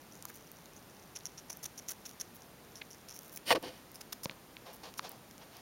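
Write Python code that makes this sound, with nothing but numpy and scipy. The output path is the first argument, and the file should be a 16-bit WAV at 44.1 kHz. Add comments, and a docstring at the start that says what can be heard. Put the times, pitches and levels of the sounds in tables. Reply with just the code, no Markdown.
"""Hamster nibbling bell pepper

A hamster on a hand eats a slice, very close to a handheld camera in a quiet room.
Each bite is a quick run of tiny snaps of the crisp flesh, ringing briefly in the small mouth.
Fingers knock, creak and rub on the camera; once a grip slides and judders with a loud crack."""
import sys
import numpy as np
from scipy import signal
from scipy.fft import rfft, irfft
from scipy.io import wavfile
from scipy.ndimage import uniform_filter1d

SR = 44100
rng = np.random.default_rng(int(sys.argv[2]) if len(sys.argv) > 2 else 0)


def wav_out(sig):
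    """Save sig, one row per channel (or a flat mono array), as 16-bit PCM at SR to the path in sys.argv[1]."""
    wavfile.write(sys.argv[1], SR, np.round(np.clip(np.atleast_2d(sig).T, -1, 1) * 32767).astype(np.int16))


N = 247393
BAND_LIMIT_HZ = 16000
HZ = np.maximum(np.fft.rfftfreq(4096, 1 / SR), 1)  # frequency axis of the gain curves


# Bites, and airy rustles at 2.346 s and 4.732 s:
# (start [s], end [s], level [dB], tilt [dB/oct], mouth ring [dB])
BITES_AND_RUSTLES = [(0.124, 0.173, -66, 2, 15.5), (0.283, 0.303, -52, 3, 3), (0.342, 0.371, -55.5, 5.5, 4),
                     (0.761, 0.78, -66.5, -1, 19), (1.154, 1.178, -52, -3, 18.5),
                     (1.257, 1.27, -51.5, -1.5, 17), (1.376, 1.398, -56, -3, 17.5),
                     (1.5, 1.509, -43, -1, 14), (1.518, 1.535, -54.5, 3, 14), (1.631, 1.647, -44, 0.5, 13),
                     (1.657, 1.663, -40, 1, 13.5), (1.777, 1.796, -50.5, -1, 15),
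                     (1.885, 1.899, -42, 1, 13.5), (1.904, 1.921, -41, 3, 10),
                     (2.055, 2.066, -47, -2, 16.5), (2.069, 2.113, -55, 2.5, 10.5),
                     (2.2, 2.219, -45, 0.5, 16.5), (2.346, 2.367, -63, 12, -3),
                     (2.756, 2.791, -61.5, 1, 18.5), (2.906, 2.949, -61.5, 1, 17.5),
                     (3.088, 3.125, -55, -0.5, 15.5), (3.143, 3.176, -56, 4.5, 14),
                     (3.211, 3.3, -59.5, 5.5, 4), (3.321, 3.349, -55.5, 8, 5), (3.36, 3.378, -53, 8, 3),
                     (3.945, 3.966, -53.5, 5, 10.5), (4.01, 4.017, -43.5, 1, 5),
                     (4.127, 4.133, -35.5, 0, 3), (4.235, 4.251, -44, 5.5, 10), (4.732, 4.769, -60, 8.5, 0),
                     (4.978, 4.99, -46, 1.5, 11.5)]


def bites_and_rustles(snaps_per_run=5.5, min_gap_s=.0022, max_gap_s=.02,
                      crackle_db=-8, lead_s=.006, lag_s=.0027):
    """Bites and two faint airy rustles: short runs of tiny snaps and crackle."""
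    out = np.zeros(N)
    for start, end, db, tilt_db, ring_db in BITES_AND_RUSTLES:
        length_s = max(end - start, min_gap_s)
        gap_s = np.clip(length_s / snaps_per_run, min_gap_s, max_gap_s)
        breaks = jerks(length_s + gap_s / 2, gap_s, scatter=0.27, scatter_db=3.5)
        breaks *= arch(len(breaks), edge_db=-1.5)
        breaks *= np.sqrt(length_s * SR) / np.linalg.norm(breaks)
        variants = [snap(start, tilt_db + 2 * tilt_shift, ring_db + 3 * ring_shift, uneven_db=2)
                    for tilt_shift, ring_shift in rng.uniform(-1, 1, (7, 2))]
        for k, at in enumerate(np.flatnonzero(breaks)):
            add(out, start + at / SR, amp(db) * breaks[at] * variants[k % len(variants)])
        crackle = grains(N // 20, per_s=1500, spread_db=4)[:round((lead_s + length_s + lag_s) * SR)]
        crackle *= signal.windows.tukey(len(crackle), .5)
        response = fracture(tilt_db, ring_db, jaw_factor(start), uneven_db=5.5)
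        add(out, start - lead_s, amp(db + crackle_db) * signal.fftconvolve(crackle, response))
    return out


# Pepper skin breaks: (time [s], level [dB], tilt [dB/oct], mouth ring [dB])
SKIN_SNAPS = [(0.2251, -22, 3, 3), (0.2534, -19, 3.5, 13.5), (0.5167, -27.5, 4, 2), (0.658, -33.5, 6.5, 11),
              (0.968, -40, -2, 15), (1.162, -27.5, -7, 21.5), (1.1892, -35, 2, 16),
              (1.2556, -18.5, 4, 15.5), (1.5712, -33.5, 15, -2), (2.421, -42.5, -5, 24),
              (2.7575, -37.5, -13, 21.5), (3.0855, -30, -5, 15), (3.1903, -28, 7, 14.5),
              (3.3615, -29, 11.5, 16), (3.374, -20, 2.5, 7), (3.6273, -29, 7, -1), (3.917, -33, 12, -4),
              (4.94, -25.5, -2.5, -10), (5.0937, -31, 16, -2), (5.1176, -30, 11, -1),
              (5.3114, -26.5, -3, 5), (5.3804, -26.5, -4, 2), (5.5683, -32, 3.5, 16)]


def skin_snaps():
    """The tough skin gives way in single sharp snaps."""
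    out = np.zeros(N)
    for time_s, db, tilt_db, ring_db in SKIN_SNAPS:
        add(out, time_s, amp(db) * snap(time_s, tilt_db, ring_db))
    return out


def snap(time_s, tilt_db, ring_db, uneven_db=4.5, run_on=0.75, decay_s=0.00075):
    """One break tears a few neighbouring cells within a millisecond or two."""
    t = np.arange(SR // 300) / SR
    tear = grains(len(t), per_s=9000, spread_db=-6.5) * np.exp(-t / decay_s)
    tear *= run_on / np.linalg.norm(tear)
    tear[0] = 1
    flesh = fracture(tilt_db, ring_db, jaw_factor(time_s), uneven_db)
    return signal.fftconvolve(tear / np.linalg.norm(tear), flesh)


# Bare snap spectrum: (frequency [Hz], gain [dB])
FLESH_SPECTRUM = [(200, -10.5), (1200, -3), (3200, -1.5), (4600, -1.5), (7000, 0), (9500, -2), (13000, -3),
                  (16000, -3)]
# Resonances around the teeth: (frequency [Hz], width [Hz], gain [dB])
MOUTH_MODES = [(5720, 296, 3.5), (6200, 730, -0.5), (6950, 270, -11.5), (10200, 970, -8),
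               (11600, 800, -9.5)]


def fracture(tilt_db, ring_db, jaw=1, uneven_db=2):
    """One fracture of the flesh, with its own uneven colour, plus its ring in the mouth."""
    modes = [(hz * jaw, width_hz, db) for hz, width_hz, db in MOUTH_MODES]
    mouth_ring = np.hypot(1, amp(ring_db) * resonances(modes)) - 1
    ripple = np.interp(HZ, np.linspace(0, BAND_LIMIT_HZ, 14), rng.standard_normal(14))
    bare = spectrum(FLESH_SPECTRUM, HZ) * slope(tilt_db, pivot_hz=6030, flat_below_hz=3280)
    return impulse(bare * (amp(uneven_db * ripple) + mouth_ring))


# Mouth tuning: (time [s], frequency factor [ratio])
JAW_TUNING = [(0.2, 1.06), (0.75, 1.05), (1.2, 0.98), (1.9, 1.01), (2.8, 0.96), (3.35, 0.97), (4.0, 0.88),
              (4.24, 0.91), (5.0, 0.96)]


def jaw_factor(time_s):
    """The mouth opens and shifts its resonances."""
    return np.interp(time_s, *np.transpose(JAW_TUNING))


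def chewing(level_db=-78, rest_from_s=3.8, rest_db=-9):
    """Faint wet ticks of the jaw, weaker once the hamster slows down."""
    effort = amp(rest_db * (np.arange(N) / SR > rest_from_s))
    ticks = effort * grains(N, per_s=25, spread_db=2.5)
    return amp(level_db) * signal.oaconvolve(ticks, fracture(tilt_db=1, ring_db=18))[:N]


# Camera case resonances: (frequency [Hz], width [Hz], gain [dB])
CASE_MODES = [(140, 56, -21.5), (303, 130, -10.5), (507, 34, 5), (664, 90, 1), (893, 150, -3.5),
              (1133, 96, -2), (1527, 140, -6), (1863, 195, -3), (2150, 140, -5.5), (2470, 120, -3),
              (2980, 360, -4), (3630, 870, -15), (4510, 680, -12), (5450, 530, -16.5), (7350, 660, -29),
              (8800, 760, -19.5), (11100, 1100, -28.5), (14300, 1700, -32)]
# Grip slips: (start [s], end [s], level [dB], tilt [dB/oct])
JUDDERS = [(3.5063, 3.5287, 15, -1.5), (3.5545, 3.564, -0.5, 2)]


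def crack(fade_db=-8, lead_s=0.00035):
    """A sticking grip lets go: a fading run of stick-slip jerks rings the case."""
    out, case = np.zeros(N), resonances(CASE_MODES)
    for start, end, db, tilt_db in JUDDERS:
        slips = jerks(end - start, gap_s=.0016, scatter=0.48, scatter_db=3.5)
        slips *= np.sqrt(np.count_nonzero(slips)) * amp(np.linspace(0, fade_db, len(slips)))
        ring = impulse(case * slope(tilt_db, pivot_hz=1000, flat_below_hz=403), spread_s=0.000505)
        add(out, start - lead_s, -amp(db) * signal.fftconvolve(slips, ring))
    return out


# Light rub, case damped by the hand: (frequency [Hz], gain [dB])
DAMPED_SPECTRUM = [(100, -38), (400, -7.5), (700, 1), (1150, -4.5), (1700, -15), (3000, -16.5),
                   (4400, -14.5), (6500, -20.5), (9000, -32), (16000, -39)]
# Finger strokes: (start [s], peak [s], end [s], level [dB], tilt [dB/oct], bass [dB], case ring [0-1])
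RUBS = [(3.453, 3.52, 3.545, -23, 5.5, 20, 1), (3.474, 3.484, 3.505, -45, 2, 2, 0.9),
        (3.504, 3.51, 3.535, -8, -1.5, -18, 0.7), (3.549, 3.549, 3.588, -18.5, -1, 14, 0.24),
        (3.618, 3.639, 3.690, -32, 2.5, 26.5, 0.6), (3.633, 3.679, 3.730, -36, 3, 28.5, 0.77),
        (3.681, 3.742, 3.880, -49.5, 4.5, 18, 0.9), (4.300, 4.312, 4.350, -41, 1, 5, 0.7),
        (4.647, 4.67, 4.780, -36.5, 1, 6, 0.35), (4.83, 4.836, 4.93, -33, 2.5, 9.5, 0.2),
        (5.018, 5.05, 5.105, -32, 3, 10, 0.1), (5.08, 5.107, 5.210, -41, 1.5, 1, 0),
        (5.400, 5.423, 5.460, -39, 1.5, 2, 0.4), (5.484, 5.56, 5.660, -40.5, 1.5, -6, 0.36)]


def rubs(bass_hz=480, rumble_db=-20, rumble_hz=150):
    """Skin slides on the case: friction grains swell and fade, ring it and shake the camera."""
    out, case, damped = np.zeros(N), resonances(CASE_MODES), spectrum(DAMPED_SPECTRUM, HZ)
    shake = amp(rumble_db) / np.hypot(1, (HZ / rumble_hz) ** 3) / np.hypot(1, (rumble_hz / 2 / HZ) ** 2)
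    for start, peak, end, db, tilt_db, bass_db, ring in RUBS:
        t = np.arange(start, end, 1 / SR)
        stroke = np.interp(t, [start, peak, end], [0, 1, 0]) ** 1.1
        friction = grains(N // 10, per_s=6000, spread_db=1)[:len(t)]
        colour = case ** ring * damped ** (1 - ring) * slope(tilt_db, pivot_hz=1040, flat_below_hz=393)
        bass_shelf = amp(bass_db / (1 + (HZ / bass_hz) ** 4))
        response = impulse(colour * bass_shelf + shake)
        add(out, start, amp(db) * signal.fftconvolve(stroke * friction, response))
    return out


# Grip taps: (time [s], tick level [dB], low edge [Hz], high edge [Hz], thud level [dB])
KNOCKS = [(0.2530, -12.5, 550, 2500, -13), (1.2078, -14, 3000, 5000, -30), (4.2570, 0, 2100, 6340, 9),
          (4.2964, 4, 2070, 3270, -4), (4.3114, -11.5, 2900, 6000, -7), (4.5679, -1.5, 2230, 3270, -16),
          (4.9938, 1.5, 880, 5400, -7.5)]


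def knocks():
    """Each tap is a hollow tick plus a thud."""
    out, body = np.zeros(N), thud(spread_s=0.00036)
    for time_s, tick_db, low_hz, high_hz, thud_db in KNOCKS:
        add(out, time_s, amp(tick_db) * tick(low_hz, high_hz) + amp(thud_db) * body)
    return out


# Case creaks: (start [s], end [s], relative level [dB], low edge [Hz], high edge [Hz])
CREAKS = [(0.294, 0.309, -12.5, 1510, 2300), (2.814, 2.822, 1, 2200, 2970)]


def creaks(level_db=7, thud_db=-11):
    """The case creaks under the fingers: a few almost evenly spaced ticks swell and fade."""
    out, body = np.zeros(N), amp(thud_db) * thud()
    for start, end, db, low_hz, high_hz in CREAKS:
        slips = jerks(end - start, gap_s=.00243, scatter=0.065, scatter_db=0.5)
        slips *= arch(len(slips), edge_db=-9)
        add(out, start, amp(db + level_db) * signal.fftconvolve(slips, tick(low_hz, high_hz) + body))
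    return out


# Grip tick resonances: (frequency [Hz], width [Hz], gain [dB])
TICK_MODES = [(1090, 710, 2), (1670, 310, -5), (2320, 180, -10), (2760, 350, -7.5), (4090, 850, -5),
              (6800, 2800, -7.5)]


def tick(low_hz, high_hz, echo_db=-11, echo_s=0.000874):
    """A band-limited tick in the grip, made hollow by an echo across the case."""
    band = 1 / np.hypot(1, (low_hz / HZ) ** 5) / np.hypot(1, (HZ / high_hz) ** 4)
    hollow = abs(1 + amp(echo_db) * np.exp(-2j * np.pi * HZ * echo_s))
    return impulse(resonances(TICK_MODES) * band * hollow, spread_s=0.00021)


# Whole-camera resonances: (frequency [Hz], width [Hz], gain [dB])
THUD_MODES = [(165, 154, -0.5), (545, 87, -1.5), (986, 240, -6)]


def thud(spread_s=0):
    """A tap shakes the whole camera."""
    return impulse(resonances(THUD_MODES), spread_s)


# Stick-slip notes: (start [s], end [s], centre pitch [Hz], level [dB])
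GROANS = [(3.521, 3.549, 515, -32), (3.552, 3.586, 520, -31.5)]


def groans(sag_hz=80, jitter=0.15, overtone_db=-16):
    """Sliding skin locks on to a low case mode: a short, hollow note that wobbles and sags."""
    out = np.zeros(N)
    for start, end, hz, db in GROANS:
        t = np.arange(start, end, 1 / SR)
        wobble = uniform_filter1d(rng.standard_normal(N // 10), size=100)
        sag = np.linspace(sag_hz, -sag_hz, len(t))
        pitch_hz = hz * (1 + jitter * wobble[:len(t)] / wobble.std()) + sag
        phase = 2 * np.pi * np.cumsum(pitch_hz) / SR
        note = np.sin(phase) + amp(overtone_db) * np.sin(2 * phase)
        add(out, start, amp(db) * note * signal.windows.tukey(len(t), .5))
    return out


def room(direct, wet_db=-22, t60_s=0.26, predelay_s=.006):
    """The furnished room adds a faint, short tail of uneven reflections."""
    t = np.arange(SR // 3) / SR
    tail = grains(len(t), per_s=6200, spread_db=18) * amp(-60 * t / t60_s) * (t > predelay_s)
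    return direct + amp(wet_db) * signal.oaconvolve(direct, tail / np.linalg.norm(tail))[:N]


# Room tone and hiss: (frequency [Hz], relative density [dB])
FLOOR_SPECTRUM = [(15, -42), (25, -14.5), (165, 0.5), (527, -5.5), (672, -7), (857, -7), (981, -9),
                  (3130, -17), (3390, -17), (6660, -19.5), (7830, -18.5), (9990, -20), (11700, -23),
                  (12700, -19), (15800, -23)]


def noise_floor(noise_db=-56, hum_db=-76, mains_hz=50):
    """Steady low room tone, microphone hiss and a trace of mains hum."""
    colour = spectrum(FLOOR_SPECTRUM, np.fft.rfftfreq(N, 1 / SR))
    noise = irfft(rfft(rng.standard_normal(N)) * colour, N)
    hum = np.sin(2 * np.pi * mains_hz * np.arange(N) / SR)
    return amp(noise_db) * noise / noise.std() + amp(hum_db) * hum


def whine(level_db=-76, pitch_hz=12650, waver_hz=160):
    """A very faint high whine wavers and flutters."""
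    drift, flutter = uniform_filter1d(rng.standard_normal((2, N)), size=1500)
    phase = 2 * np.pi * np.cumsum(pitch_hz + waver_hz * drift / drift.std()) / SR
    return amp(level_db) * flutter / flutter.std() * np.sin(phase)


def jerks(length_s, gap_s, scatter, scatter_db):
    """Stress builds and lets go repeatedly: clicks at uneven gaps, the first at once, total energy 1."""
    gap_draws, size_draws = np.clip(rng.standard_normal((2, 64)), -2, 2)
    gaps_s = gap_s * np.exp(scatter * gap_draws)
    at = np.round((np.cumsum(gaps_s) - gaps_s[0]) * SR).astype(int)
    out = np.zeros(max(round(length_s * SR), 1))
    inside = at < len(out)
    out[at[inside]] = amp(scatter_db * size_draws[inside])
    return out / np.linalg.norm(out)


def grains(samples, per_s, spread_db):
    """Random clicks of uneven size, at least one, mean power 1."""
    chance, size = rng.random(samples), rng.standard_normal(samples)
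    struck = chance <= max(per_s / SR, chance.min())
    clicks = struck * np.sign(size) * amp(spread_db * np.minimum(abs(size), 2))
    return clicks / np.sqrt(np.mean(clicks ** 2))


def impulse(gain, spread_s=0):
    """Causal impulse response with this gain: a sharp start, then the ring."""
    log_gain = np.log(np.maximum(gain, 1e-6))
    mirrored = np.concatenate([log_gain, log_gain[-2:0:-1]])
    log_minimum_phase = np.conj(signal.hilbert(mirrored))[:len(HZ)]
    # bending waves in a shell bring the treble first; 1 kHz is delayed by spread_s
    lag_rad = 4 * np.pi * spread_s * np.sqrt(1000 * HZ)
    return irfft(np.exp(log_minimum_phase - 1j * lag_rad))


def resonances(modes, steepness=1.4):
    """Gain curve of damped modes with steep skirts."""
    power = sum(amp(db) ** 2 / (1 + ((HZ ** 2 - hz ** 2) / (HZ * width_hz)) ** 2) ** steepness
                for hz, width_hz, db in modes)
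    return np.sqrt(power)


def spectrum(points, hz):
    """Gain curve through points joined on a log-frequency axis."""
    points_hz, db = np.transpose(points)
    return amp(np.interp(np.log(hz + 1), np.log(points_hz + 1), db))


def slope(tilt_db, pivot_hz, flat_below_hz):
    """Gain curve tilted by tilt_db per octave."""
    return amp(tilt_db * np.log2(np.maximum(HZ, flat_below_hz) / pivot_hz))


def arch(samples, edge_db):
    """Envelope: 0 dB in the middle, edge_db at both ends."""
    return amp(edge_db * np.linspace(-1, 1, samples) ** 2)


def amp(db):
    """Decibels to gain."""
    return 10 ** (np.asarray(db) / 20)


def add(mix, time_s, sound):
    """Mixes a sound in at time_s."""
    part = mix[max(round(time_s * SR), 0):][:len(sound)]
    part += sound[:len(part)]


def scene():
    """Nibbling comes through the air; handling comes straight through the case."""
    background = noise_floor()
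    nibbling = room(bites_and_rustles() + skin_snaps() + chewing())
    handling = crack() + rubs() + knocks() + creaks() + groans()
    return (nibbling + handling + background + whine())[None]


def record(dry, notch_hz=7900, width_hz=1100, depth_db=-17):
    """The camera has a narrow treble notch, then its band limit."""
    notched = signal.lfilter(*signal.iirnotch(notch_hz, notch_hz / width_hz, SR), dry)
    heard = notched + amp(depth_db) * (dry - notched)
    lowpass = signal.firwin(511, BAND_LIMIT_HZ, window=("kaiser", 9), fs=SR)
    return signal.oaconvolve(heard, lowpass[None], "same")


dry = scene()
out = record(dry)
wav_out(out)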